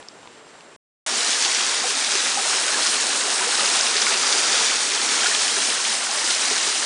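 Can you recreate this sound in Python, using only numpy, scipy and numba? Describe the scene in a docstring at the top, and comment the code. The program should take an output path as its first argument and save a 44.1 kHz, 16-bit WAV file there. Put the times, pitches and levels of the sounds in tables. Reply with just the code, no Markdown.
"""Forest path and waterfall

On a quiet path, twigs ring and snap underfoot over a forest hush and a thin camera whine.
After a gap of silence a tall waterfall is close by: its spray roars as broadband noise, drops
slap wet boulders as brief damped rings, and trapped air pockets resonate as rising gurgles.
One microphone, thin in the bass, hears both places."""
import sys
import numpy as np
from scipy import signal
from scipy.fft import rfft, irfft
from scipy.io import wavfile
from scipy.ndimage import uniform_filter1d, map_coordinates
from numba import njit

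SR = 44100
rng = np.random.default_rng(int(sys.argv[2]) if len(sys.argv) > 2 else 0)


def master_out(mix):
    """Clip the mix to full scale and print it as 16-bit PCM to the path in sys.argv[1]."""
    frames = np.transpose(np.atleast_2d(mix))
    ceiling = np.clip(frames, -1, 1)
    pcm = np.round(ceiling * 32767).astype(np.int16)
    wavfile.write(sys.argv[1], SR, pcm)


N = 302124
T = np.arange(N) / SR
PATH_END_S, FALL_START_S = .763, 1.063
BASS_CUT_HZ, EDGE_HZ, TOP_HZ = 111, 10000, 10520

# Spectrum of the forest hush. Each row: frequency in Hz, relative spectral density in dB.
HUSH_SPECTRUM = [(15, -57), (25, -24), (65, -34), (107, -14.5), (195, -9.5), (244, -7), (467, -3),
                 (504, -7), (557, -5), (1810, -10), (1950, -12), (4670, -17.5), (7150, -20), (7710, -19),
                 (9900, -24), (12900, -59), (21800, -120)]
# Envelope of the hush. Each row: time in seconds, level in dB.
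HUSH_ENVELOPE = [(0, -43), (.04, -47.5), (.3, -46), (.76, -47)]
# Taps and snaps underfoot. Each row: start in seconds, level in dB, ring frequency in Hz,
# 60 dB decay time in seconds, crack level in dB relative to the ring, crack frequency in Hz.
TWIG_TAPS = [(.001, -35, 700, 0.011, -6, 2000), (0.0272, -32.5, 870, 0.015, 3, 3400),
             (.086, -21.5, 5330, 0.0072, -6, 4770), (.231, -37, 824, 0.013, 2, 3100),
             (.257, -33, 988, .012, -6, 1500), (.274, -32, 1000, .014, 4, 2100),
             (.2745, -34, 3600, .008, -5, 3000), (.468, -35, 990, 0.014, -7, 1600),
             (0.554, -34, 910, 0.015, -4, 1700), (0.608, -33, 2800, 0.0078, 2, 4600)]
# Spectrum of falling water. Each row: frequency in Hz, relative spectral density in dB.
WATER_SPECTRUM = [(18, -69), (30, -33), (120, -29), (172, -19.5), (214, -9.5), (348, -9), (383, -5),
                  (525, -6.5), (794, -2.5), (1090, -2.5), (1390, -0.5), (2000, -5), (5270, 0.5),
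                  (8770, -1.5), (9900, -3.5), (12900, -37), (21800, -120)]
# Flow of the fall. Each row: time in seconds, level in dB, then relative low roar and top spray in dB.
WATER_FLOW = [(1.07, -25, 1, -0.5), (1.2, -23.5, 0, 1), (1.5, -23, -0.5, -2), (1.8, -23.5, 0.5, -0.5),
              (2.2, -24, 0.5, 0), (2.8, -23, 1, 1), (3.4, -24.5, 3.5, 2.5), (3.7, -21, -1, 0.5),
              (4.1, -23, 2, 0), (4.6, -20.5, -0.5, -2), (4.82, -24, 0.5, 2), (5.25, -22, 0.5, -1.5),
              (5.45, -22.5, -0.5, 0.5), (5.9, -24, 0.5, 0.5), (6.0, -25, 1, 0), (6.28, -24, 0.5, 2),
              (6.5, -23, -0.5, 0), (6.84, -25, 1, 0.5)]
# Clearest air pockets between the boulders. Each row: start in seconds, level in dB, pitch in Hz.
AIR_POCKETS = [(1.118, -24, 397), (1.35, -20, 1690), (1.837, -18, 753), (1.85, -21, 480),
               (2.15, -22.5, 393), (2.371, -14, 797), (2.528, -21, 1400), (2.677, -18, 1500),
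               (2.741, -15, 1670), (3.409, -19.5, 980), (3.466, -22.5, 474), (3.628, -23, 560),
               (3.952, -24, 416), (3.965, -21, 1790), (4.071, -17, 1420), (4.547, -20.5, 579),
               (4.551, -20, 1410), (5.14, -19, 1520), (5.216, -21, 1360), (5.257, -13, 1406),
               (5.26, -18, 1690), (5.31, -21, 1800), (5.567, -22, 390), (6.09, -19, 790), (6.238, -28, 334),
               (6.288, -17, 1400), (6.51, -22.5, 416), (6.67, -25.5, 385)]
# Loudest blows of water on rock. Each row: time in seconds, level in dB, centre frequency in Hz.
ROCK_SLAPS = [(1.1634, -8, 4680), (1.4415, -15, 5270), (1.4484, 2, 4300), (1.547, 1, 5550),
              (1.5814, -15, 5380), (1.6861, -11, 5570), (1.9766, -10, 5750), (2.1184, -1, 5800),
              (2.153, 2, 5830), (3.9654, 3.5, 4000), (4.017, 4, 5010), (4.0663, 0, 2090), (4.121, -1, 2220),
              (4.137, 1, 4860), (4.3256, 3, 4650), (4.4302, -7, 4830), (4.5634, -4, 4790),
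              (4.659, -8, 2520), (5.2131, -10, 5380), (5.3482, 2.5, 3360), (5.48, -2, 3000),
              (5.7012, -1, 4200), (5.8506, -1, 3400), (6.1594, -20, 5350), (6.3047, 2, 4660),
              (6.506, -8, 5710)]
# Echo off the camera holder's body; the lag shrinks as the camera tilts up and grows as it comes down.
# Each row: time in seconds, lag in ms, gain in dB.
BODY_REFLECTION = [(1.06, 1.1, -19), (1.45, .89, -19), (2.0, 0.83, -19), (2.45, 0.756, -16),
                   (3.2, 0.736, -23), (4.3, 0.83, -15.5), (5.3, .93, -20), (6.85, 1.03, -18)]


def undb(db):
    """Amplitude ratio of a level in dB."""
    return 10 ** (np.asarray(db) / 20)


def density_db(spectrum, hz):
    """Spectral density interpolated in log frequency, held flat from just below the treble edge."""
    row_hz, db = np.transpose(spectrum)
    return np.interp(np.log(np.minimum(hz, EDGE_HZ - 200)), np.log(row_hz), db)


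def flicker(rate_hz):
    """Low-pass random modulation: held values, smoothed twice, with a spread near 1."""
    hold = int(SR / rate_hz)
    steps = np.repeat(rng.standard_normal(N // hold + 1), hold)
    return 1.16 * uniform_filter1d(uniform_filter1d(steps, hold), hold)[:N]


def noise_bands(spectrum, flicker_db, tilt_db=lambda hz: 0, rate_hz=30):
    """Third-octave noise bands under amplitude modulation that is partly shared between neighbours."""
    hz = np.maximum(np.fft.rfftfreq(N, 1 / SR), 1)
    coloured = rfft(rng.standard_normal(N)) * undb(density_db(spectrum, hz))
    out, wobble = 0, flicker(rate_hz)
    for band in np.arange(13, 41):
        window = np.cos(np.pi / 2 * np.clip(3 * np.log2(hz) - band, -1, 1)) ** 2
        wobble = .8 * wobble + .6 * flicker(rate_hz)
        gain = undb(tilt_db(2 ** (band / 3)) + flicker_db * wobble)
        out = out + irfft(coloured * window, N) * gain
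    return out


def level(x, db):
    """Scale a signal to an RMS level in dB."""
    return x * undb(db) / np.sqrt(np.mean(x ** 2))


@njit
def ring(start, hz, t60, size, glide, rise):
    """Damped oscillators that swell over the fraction rise of their life and glide by the ratio glide."""
    out = np.zeros(N)
    for k in range(len(start)):
        life, first = int(t60[k] * SR) + 2, int(start[k] * SR)
        omega = 2 * np.pi * hz[k] / SR
        pole = np.exp(-np.log(1000.) / life + 1j * omega)
        bend = np.exp(1j * omega * (glide ** (1. / life) - 1))
        phasor = 1. + 0j
        for i in range(first, min(first + life, N)):
            out[i] += size[k] * phasor.imag * min(1., (i - first) / (rise * life))
            phasor *= pole
            pole *= bend
    return out


def forest_hush():
    """Ambient noise: a continuous spectrum under a slow envelope."""
    times, db = np.transpose(HUSH_ENVELOPE)
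    return level(noise_bands(HUSH_SPECTRUM, flicker_db=.8), 0) * undb(np.interp(T, times, db))


def twig_taps():
    """Impact excites a damped vibration; the fracture of a twig or leaf adds a shorter click."""
    start, db, hz, t60, crack_db, crack_hz = np.transpose(TWIG_TAPS)
    crack_t60 = np.full(len(start), .0037)
    taps = ring(start, hz, t60, undb(db), glide=.88, rise=.024)
    return taps + ring(start, crack_hz, crack_t60, undb(db + crack_db), glide=.99, rise=.022)


def camera_whine(hz=7569, frame_hz=29.97, duty=.95):
    """A tone restarted on every picture frame forms spectral lines spaced at the frame rate."""
    age = (T - .003) % (1 / frame_hz)
    pulse = np.sin(np.pi * np.minimum(age * frame_hz / duty, 1)) ** .5
    return level(np.sin(2 * np.pi * hz * age) * pulse, db=-63)


def spray_roar(low_db, top_db):
    """Countless impacts add incoherently into noise, whose low and top bands swell separately."""
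    tilt_db = lambda hz: low_db if hz < 1600 else top_db if hz > 7000 else 0
    return level(noise_bands(WATER_SPECTRUM, flicker_db=1.28, tilt_db=tilt_db), .47)


def drops(count, low_hz, high_hz, cycles, spread_db, glide, rise, surge_db):
    """Shot noise of drops or bubbles: randomly timed rings, a few much louder, all raised by a surge."""
    when, pitch, size, polarity = rng.random((count, 4)).T
    start = when * (N - 1) / SR
    hz = low_hz * (high_hz / low_hz) ** pitch
    band_db = density_db(WATER_SPECTRUM, hz) + 10 * np.log10(hz)  # energy per octave
    db = band_db - spread_db * np.log(size + .015) + surge_db[(start * SR).astype(int)]
    return level(ring(start, hz, cycles / hz, np.sign(polarity - .5) * undb(db), glide, rise), 0)


def gurgles():
    """Air pockets resonate; each splits off a bubble of near pitch, and beating roughens the note."""
    start, db, hz = np.transpose(AIR_POCKETS)
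    t60 = .063 * (hz / 1000) ** -.31  # small pockets die sooner
    lag, detune = rng.standard_normal((len(start), 2)).T
    split_start, split_hz = start + .008 * np.abs(lag), hz * (1 + .0725 * detune)
    notes = ring(start, hz, t60, undb(db), glide=1.12, rise=.066)
    return notes + ring(split_start, split_hz, t60, undb(db - 4.5), glide=1.09, rise=.24)


def slaps(patter, cycles=7.1, spatter_t60=.1):
    """Each blow on rock is a heavily damped ring and throws up a spatter that decays exponentially."""
    times, db, hz = np.transpose(ROCK_SLAPS)
    start = times + .001  # each slap sounds one millisecond after its listed time
    blows = ring(start, hz, cycles / hz, undb(db), glide=1., rise=.11)
    impulses = np.zeros(N)
    impulses[(start * SR).astype(int)] = undb(db - 23)
    decay = np.exp(-np.log(1000) / (spatter_t60 * SR))
    spatter = signal.lfilter([1], [1, -decay], impulses) * patter[::-1]
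    return blows + spatter


def waterfall():
    """Superposition of spray noise, impacts on rock and bubble resonances."""
    times, *columns = np.transpose(WATER_FLOW)
    flow_db, low_db, top_db = (np.interp(T, times, column) for column in columns)
    roar = spray_roar(low_db, top_db) * undb(flow_db)
    surge_db = 1.04 * flicker(45)  # the sheet breaks into clumps that land in quick surges
    patter = drops(35000, 1623, 7420, cycles=8.7, spread_db=4.5, glide=.96, rise=.3, surge_db=surge_db)
    bubbles = drops(3000, 226.3, 2227, cycles=31.3, spread_db=4, glide=1.23, rise=.15, surge_db=low_db)
    pockets = drops(250, 302.5, 1910, cycles=58, spread_db=1, glide=1.07, rise=.12, surge_db=low_db)
    clumps = drops(400, 2550, 6540, cycles=2.7, spread_db=4, glide=1., rise=.2, surge_db=surge_db)
    grains = undb(-2.5) * patter + undb(-13.5) * bubbles + undb(-20) * pockets + undb(-15.5) * clumps
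    splashes = grains * undb(flow_db) + gurgles() + slaps(patter)
    # the microphone passes little of their bass
    bass_cut = signal.butter(6, BASS_CUT_HZ, "high", fs=SR, output="sos")
    return roar + signal.sosfilt(bass_cut, splashes)


def body_echo(x, low_hz=2100, high_hz=7400):
    """Interference with a sliding reflection combs the treble; long waves diffract past the body."""
    times, lag_ms, db = np.transpose(BODY_REFLECTION)
    treble = signal.sosfiltfilt(signal.butter(1, [low_hz, high_hz], "band", fs=SR, output="sos"), x)
    lag_samples = np.interp(T, times, lag_ms) * SR / 1000
    echo = map_coordinates(treble, [np.arange(N) - lag_samples], order=3)
    return x + undb(np.interp(T, times, db)) * echo


def scene():
    """The path, silence, then the waterfall, alike in both channels."""
    path = (forest_hush() + twig_taps() + camera_whine()) * (T < PATH_END_S)
    fall = body_echo(waterfall()) * (T >= FALL_START_S)
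    return np.tile(path + fall, (2, 1))


def record(dry, shelf_db=-20):
    """Band limiting: the small camera lowers the top treble in a shelf, then cuts it steeply."""
    hz = np.fft.rfftfreq(N, 1 / SR)
    shelf = undb(shelf_db * np.clip((hz - EDGE_HZ + 30) / 150, 0, 1))
    top_cut = signal.ellip(12, .2, 80, TOP_HZ, fs=SR, output="sos")
    gate = np.abs(dry) > 0  # the gap between the two places stays silent
    return signal.sosfilt(top_cut, irfft(rfft(dry) * shelf, N) * gate)


dry = scene()
out = record(dry)
master_out(out)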